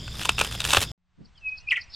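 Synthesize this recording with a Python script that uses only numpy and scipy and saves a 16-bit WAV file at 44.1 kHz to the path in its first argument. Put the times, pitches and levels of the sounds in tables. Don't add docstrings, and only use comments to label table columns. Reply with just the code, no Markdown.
import sys
import numpy as np
from scipy import signal
from scipy.fft import rfft, irfft
from scipy.io import wavfile
from scipy.ndimage import uniform_filter1d

SR = 44100
rng = np.random.default_rng(int(sys.argv[2]) if len(sys.argv) > 2 else 0)


def wav_out(sig):
    wavfile.write(sys.argv[1], SR, np.round(np.clip(np.atleast_2d(sig).T, -1, 1) * 32767).astype(np.int16))


N = 85995

# frequency_hz, relative_db
TABLE_AIR_COLOUR = [(20, 0), (60, 2), (160, 0), (300, -14), (800, -25), (2700, -25.5), (6000, -30.5),
                    (16000, -47.5)]
# pitch_hz, level_db
MOTOR_TONES = [(58.5, -41.5), (115.5, -44.5)]
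# pitch_hz, width_hz, level_db
INSECT_BANDS = [(3500, 150, -46.5), (5020, 175, -46.5), (7130, 250, -57)]
# frequency_hz, relative_db
GARDEN_AIR_COLOUR = [(35, 6), (90, 1.5), (200, -13), (420, -22.5), (900, -16), (3500, -22), (8400, -35)]
# time_s, level_db
GARDEN_FADE = [(.978, -83), (1.22, -60.5), (1.45, -55), (1.8, -53)]
# pitch_hz, level_db
GARDEN_TONES = [(180, -79)]
# start_s, level_db, following_pip_hz
FAR_CHIPS = [(1.246, -59, 5730), (1.372, -59.5, 5900), (1.48, -56, 5730), (1.574, -45, 5930),
             (1.696, -46.5, 5700), (1.807, -42.5, 5780), (1.934, -39, 5500)]
# start_s, length_s, from_hz, to_hz, level_db
FAR_GLIDES = [(1.342, 0.061, 3490, 2840, -60.5), (1.568, .1, 2540, 2970, -61.5),
              (1.894, 0.039, 5150, 5400, -52)]
# time_s, pitch_hz, level_db
WHISTLE_NOTE = [(1.41, 2720, -62.5), (1.44, 2570, -44), (1.466, 2554, -29), (1.494, 2516, -28.5),
                (1.508, 2555, -43), (1.526, 2518, -30.5), (1.57, 2556, -47.5), (1.64, 2480, -70)]
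# time_s, pitch_hz, level_db
LEAD_IN_NOTE = [(1.668, 2425, -53), (1.678, 2455, -31), (1.685, 2370, -33.5), (1.69, 2630, -20),
                (1.694, 2655, -41.5), (1.703, 2490, -31.5), (1.714, 2480, -75.5)]
# start_s, level_db
NEAR_CHIRPS = [(1.7058, -19), (1.756, -26.5)]
CHIRP_HARMONICS = [-40, -32, -41.5]
# time_s, level_db
TEAR_LEVEL = [(0, -65), (.22, -37.5), (.3, -44), (.36, -49.5), (.4, -33.5), (.47, -38), (.63, -45),
              (.66, -35.5), (.71, -30), (.76, -26), (.79, -32), (.832, -25.5), (.848, -43), (.9, -74)]
# frequency_hz, relative_db
FIBRE_COLOUR = [(60, -14.5), (300, -0.5), (2000, 0), (3300, 4), (5000, -2.5), (12000, -7.5), (16000, -22)]
# time_s, level_db, bass_db, treble_db, splinter_hz
WALL_SPLITS = [(.079, -42.5, -2, -6, 1525), (.195, -39.5, -2, -2.5, 2010), (.215, -39.5, 0.5, -4, 1750),
               (0.233, -38, -10.5, 7, 2930), (0.2507, -34, -2, 2, 3130), (0.255, -29.5, 2.5, 7.5, 1010),
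               (0.2925, -20, 1.5, -3, 2450), (0.3826, -29, -3.5, -7.5, 2720),
               (0.3911, -29.5, 2.5, 5.5, 2130), (0.3998, -28.5, -13, -1.5, 2510),
               (0.4128, -21.5, 6.5, 2, 2480), (0.4474, -33.5, 5, 7, 3130), (0.525, -39.5, -5.5, 6.5, 3590),
               (0.5511, -39, 3.5, 2.5, 3340), (0.604, -29.5, -9.5, 0.5, 3800), (.618, -37, -6, 1.5, 3800),
               (0.6415, -33.5, -6.5, 5, 3200), (.651, -28, -5, 3.5, 1710), (0.6923, -35.5, -2.5, -2, 3280),
               (.706, -27, -6, 2, 3800), (0.7215, -36, -1.5, 6.5, 2930), (0.7312, -27, -0.5, -1, 3680),
               (0.7341, -20, 3.5, 5.5, 1180), (0.7476, -23.5, 1.5, -1, 1970), (.765, -30, -8.5, -1.5, 4470),
               (0.77, -19, 1.5, -3.5, 1730), (.774, -25, 6, -11, 838), (0.806, -36, -5, 17.5, 3320),
               (.828, -36, 2.5, 7, 3306)]
# frequency_hz, relative_db
WOOD_COLOUR = [(150, -19.5), (400, -4.5), (900, -1.5), (1400, 3.5), (2080, -9), (2650, 4.5), (3700, -1),
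               (4800, -9.5), (8200, -7.5), (9200, -12.5), (16000, -31)]
# pitch_hz, relative_db, t60_s
TUBE_MODES = [(438, -36.5, .07), (866, -33.5, 0.046), (2645, -28.5, 0.023), (3170, -34, 0.053),
              (3570, -32.5, .06)]
# frequency_hz, side_db
BAMBOO_WIDTH = [(300, -18.5), (2500, -33.5), (6000, -15.5), (15000, -1)]

CUT_S, GARDEN_START_S = 0.9168, .978
GARDEN_TOP_HZ, BAND_LIMIT_HZ = 8490, 16300
GARDEN_T60_S, LEAVES_T60_S, TABLE_T60_S = 0.66, 0.1, 0.08
CHIP_TOP_HZ, CHIP_END_HZ, CHIP_S = 5600, 3900, .021
PIP_AFTER_S, PIP_S, PIP_RELATIVE_DB = 0.024, 0.023, -13
CHIRP_TOP_HZ, CHIRP_FLOOR_HZ, CHIRP_FALL_S, CHIRP_S = 3500, 1602, .0125, 0.026
FIBRES_PER_S, FIBRE_SPREAD_DB, FIBRE_CLUMP_DB = 7000, 2.5, 4.6
FIBRE_LOW_HZ, FIBRE_HIGH_HZ, FIBRE_DECAY_CYCLES = 250, 15000, 1.4
BASS_SHELF_HZ, TREBLE_SHELF_HZ = 1430, 4830
SPLINTER_DB, SPLINTER_OCTAVES = 9.5, 0.077


def amp(db):
    return 10 ** (np.asarray(db) / 20)


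def unit_rms(x):
    return x / np.sqrt(np.mean(x ** 2) + 1e-20)


def clock(size=N):
    return np.arange(size) / SR


def curve(points):
    return np.interp(clock(), *np.transpose(points))


def colour_at(points, hz):
    f, value = np.transpose(points)
    return np.interp(np.log(hz + 1), np.log(f + 1), value)


def add(mix, start_s, sound):
    part = mix[max(round(start_s * SR), 0):][:len(sound)]
    part += sound[:len(part)]


def click(colour_db, size=1024):
    log_gain = np.log(amp(colour_db(abs(np.fft.fftfreq(size, 1 / SR)))))
    return np.fft.ifft(np.exp(np.conj(signal.hilbert(log_gain)))).real


def noise(colour_db):
    gain = amp(colour_db(np.fft.rfftfreq(N, 1 / SR)))
    return unit_rms(irfft(rfft(rng.standard_normal(N)) * gain, N))


def wander(size):
    return unit_rms(uniform_filter1d(rng.standard_normal(N), size))


def whitened(x, bins):
    spectrum = rfft(x)
    return irfft(spectrum / np.sqrt(uniform_filter1d(abs(spectrum) ** 2, bins)), len(x))


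def tone(hz):
    return np.sqrt(2) * np.sin(2 * np.pi * np.cumsum(hz) / SR)


def stereo(mid, side):
    return np.array([mid + side, mid - side])


def tail(x, t60_s, size=20000):
    t = clock(size)
    taps = rng.standard_normal(size) * amp(-60 * t / t60_s) * (t > .003)
    return signal.fftconvolve(x, taps / np.linalg.norm(taps))[:N]


def hum(tones):
    return sum(np.sqrt(2) * amp(db) * np.sin(2 * np.pi * (hz * clock() + rng.random()))
               for hz, db in tones)


def air_push(start_s, db, hz, rise_s, decay_s):
    t = np.maximum(clock() - start_s, 0)
    envelope = np.minimum(t / rise_s, 1) * np.exp(-np.maximum(t - rise_s, 0) / decay_s)
    return amp(db) * envelope * noise(lambda f: -10 * np.log10(1 + (f / hz - hz / (f + 1)) ** 4))


def insects(drift_hz=90):
    chorus = np.zeros(N)
    for hz, width_hz, db in INSECT_BANDS:
        carrier = tone(hz + drift_hz * wander(size=3000))
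        chorus += amp(db) * carrier * noise(lambda f: -20 * np.log10(1 + (f / width_hz) ** 2 / 2))
    return chorus


def table_ambience(air_db=-39.5):
    return insects() + amp(air_db) * noise(lambda f: colour_at(TABLE_AIR_COLOUR, f)) + hum(MOTOR_TONES)


def garden_ambience(side_treble_db=-14, wind_hz=450):
    mid = noise(lambda f: colour_at(GARDEN_AIR_COLOUR, f))
    side = noise(lambda f: colour_at(GARDEN_AIR_COLOUR, f)
                 + side_treble_db * f ** 2 / (f ** 2 + wind_hz ** 2))
    bed = amp(curve(GARDEN_FADE)) * stereo(mid, 0.63 * side) + hum(GARDEN_TONES)
    gust = [air_push(start_s=1.172, db=-43, hz=136, rise_s=0.042, decay_s=0.031) for _ in range(2)]
    return bed + np.array(gust)


def hiss_swell(peak_s, db, hz, swell_s, half_width_hz=750):
    band = noise(lambda f: -20 * np.log10(1 + (abs(f - hz) / half_width_hz) ** 10))
    return amp(db) * np.exp(-abs(clock() - peak_s) / swell_s) * band


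def far_birds(roughness=0.28, chip_hiss_db=-8, wet_db=-11.5):
    chips = [(s, CHIP_S, CHIP_TOP_HZ, CHIP_END_HZ, db) for s, db, _ in FAR_CHIPS]
    pips = [(s + PIP_AFTER_S, PIP_S, hz, hz, db + PIP_RELATIVE_DB) for s, db, hz in FAR_CHIPS]
    calls = np.zeros(N)
    for start_s, length_s, from_hz, to_hz, db in chips + pips + FAR_GLIDES:
        progress = np.arange(0, length_s, 1 / SR) / length_s
        pitch_hz = from_hz * (to_hz / from_hz) ** progress
        add(calls, start_s, amp(db) * np.sin(np.pi * progress) * tone(pitch_hz))
    calls *= 1 + roughness * wander(size=160)
    for start_s, db, _ in FAR_CHIPS:
        calls += hiss_swell(start_s + CHIP_S / 2, db + chip_hiss_db, hz=4800, swell_s=CHIP_S)
    calls += hiss_swell(peak_s=1.948, db=-38.5, hz=4200, swell_s=0.0099)
    return calls + amp(wet_db) * tail(calls, t60_s=0.1)


def whistle(points):
    time_s, hz, db = np.transpose(points)
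    t = clock()
    pitch_hz = uniform_filter1d(np.interp(t, time_s, hz), size=130)
    sounding = (t > time_s[0]) * (t < time_s[-1])
    level = uniform_filter1d(amp(np.interp(t, time_s, db)) * sounding, size=130)
    return level * tone(pitch_hz)


def chirp(swell=0.42, waver=0.026, rasp_db=-19.5, flutter_hz=645, attack_s=0.0035):
    t = np.arange(0, CHIRP_S, 1 / SR)
    flutter = lambda: noise(lambda f: -10 * np.log10(1 + (f / flutter_hz) ** 4))[:len(t)]
    plunge_hz = CHIRP_FLOOR_HZ + (CHIRP_TOP_HZ - CHIRP_FLOOR_HZ) * np.exp(-t / CHIRP_FALL_S)
    pitch_hz = plunge_hz * (1 + waver * flutter())
    voice = tone(pitch_hz) * (1 + amp(rasp_db) * flutter())
    voice += sum(amp(db) * tone(k * pitch_hz) * flutter() for k, db in enumerate(CHIRP_HARMONICS, 2))
    return voice * np.sin(np.pi * t / CHIRP_S) ** swell * np.minimum(t / attack_s, 1)


def near_bird(whistle_wet_db=-19.5, leaves_db=-2.5, chirp_wet_db=-23.5):
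    notes = whistle(WHISTLE_NOTE) + whistle(LEAD_IN_NOTE)
    chirps = np.zeros(N)
    for start_s, db in NEAR_CHIRPS:
        add(chirps, start_s, amp(db) * chirp())
    reflections = amp(whistle_wet_db) * tail(notes, GARDEN_T60_S)
    reflections += amp(leaves_db) * tail(chirps, LEAVES_T60_S)
    reflections += amp(chirp_wet_db) * tail(chirps, GARDEN_T60_S)
    return notes + chirps + reflections


def tube_knock(start_s=.777, db=-18, hz=90, decay_s=.013):
    t = np.maximum(clock() - start_s, 0)
    knock = amp(db) * np.exp(-t / decay_s) * np.sin(2 * np.pi * hz * t)
    return knock + air_push(start_s=.78, db=-37, hz=95, rise_s=0.0067, decay_s=0.2)


def fibres(pitch_count=30):
    clumps_db = FIBRE_CLUMP_DB * np.minimum(wander(size=130), 2)
    t, crackle = clock(size=1024), np.zeros(N)
    pitches = np.geomspace(FIBRE_LOW_HZ, FIBRE_HIGH_HZ, pitch_count)
    for hz in pitches:
        snaps_per_s = FIBRES_PER_S * hz / pitches.sum()
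        snaps = (rng.random(N) < snaps_per_s / SR) * rng.choice([-1, 1], N)
        strength = amp(clumps_db + FIBRE_SPREAD_DB * np.minimum(rng.exponential(1, N), 2))
        ring = unit_rms(np.exp(-t * hz / FIBRE_DECAY_CYCLES) * np.cos(2 * np.pi * hz * t))
        crackle += signal.fftconvolve(snaps * strength, ring)[:N]
    crackle = signal.fftconvolve(crackle, click(lambda f: colour_at(FIBRE_COLOUR, f)))[:N]
    return unit_rms(crackle) * amp(curve(TEAR_LEVEL))


def crack(db, bass_db, treble_db, splinter_hz, size, rise_s=0.00022, decay_s=0.0021, creak_db=-22):
    break_at = size // 4
    t = clock(size) - break_at / SR
    build_up = np.exp(-abs(t / rise_s)) + amp(creak_db) * np.exp(-abs(t / decay_s) / 2)
    run = rng.standard_normal(size) * np.where(t < 0, build_up, np.exp(-abs(t / decay_s)))
    run[break_at] += 1.1
    bass = lambda f: bass_db / (1 + (f / BASS_SHELF_HZ) ** 4)
    treble = lambda f: treble_db * (1 - 1 / (1 + (f / TREBLE_SHELF_HZ) ** 4))
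    splinter = lambda f: SPLINTER_DB / (1 + (np.log2((f + 1) / splinter_hz) / SPLINTER_OCTAVES) ** 2)
    wood = click(lambda f: colour_at(WOOD_COLOUR, f) + bass(f) + treble(f) + splinter(f))
    return amp(db) * unit_rms(signal.fftconvolve(whitened(run, bins=7), wood)[:size])


def bamboo(ring_db=-16, table_wet_db=-16, crack_size=1024):
    tearing = fibres()
    creak_s = crack_size // 4 / SR
    for time_s, db, bass_db, treble_db, splinter_hz in WALL_SPLITS:
        add(tearing, time_s - creak_s, crack(db, bass_db, treble_db, splinter_hz, crack_size))
    t = clock(size=4096)
    ring = sum(amp(db - 60 * t / t60_s) * np.cos(2 * np.pi * hz * t) for hz, db, t60_s in TUBE_MODES)
    direct = tearing + amp(ring_db) * signal.fftconvolve(tearing, ring)[:N]
    width = amp(colour_at(BAMBOO_WIDTH, np.fft.rfftfreq(N, 1 / SR)))
    side = irfft(1j * rfft(direct) * width, N)
    return stereo(direct + amp(table_wet_db) * tail(direct, TABLE_T60_S), side)


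def scene():
    t = clock()
    garden = (garden_ambience() + near_bird() + far_birds()) * (t > GARDEN_START_S)
    lowpass = signal.ellip(8, .5, 60, GARDEN_TOP_HZ, fs=SR, output="sos")
    table = (bamboo() + tube_knock() + table_ambience()) * (t < CUT_S)
    return table + signal.sosfilt(lowpass, garden)


def record(dry):
    lowpass = signal.firwin(511, BAND_LIMIT_HZ, window=("kaiser", 9), fs=SR)
    return signal.oaconvolve(np.clip(dry, -1, 1), lowpass[None], "same")


dry = scene()
out = record(dry)
wav_out(out)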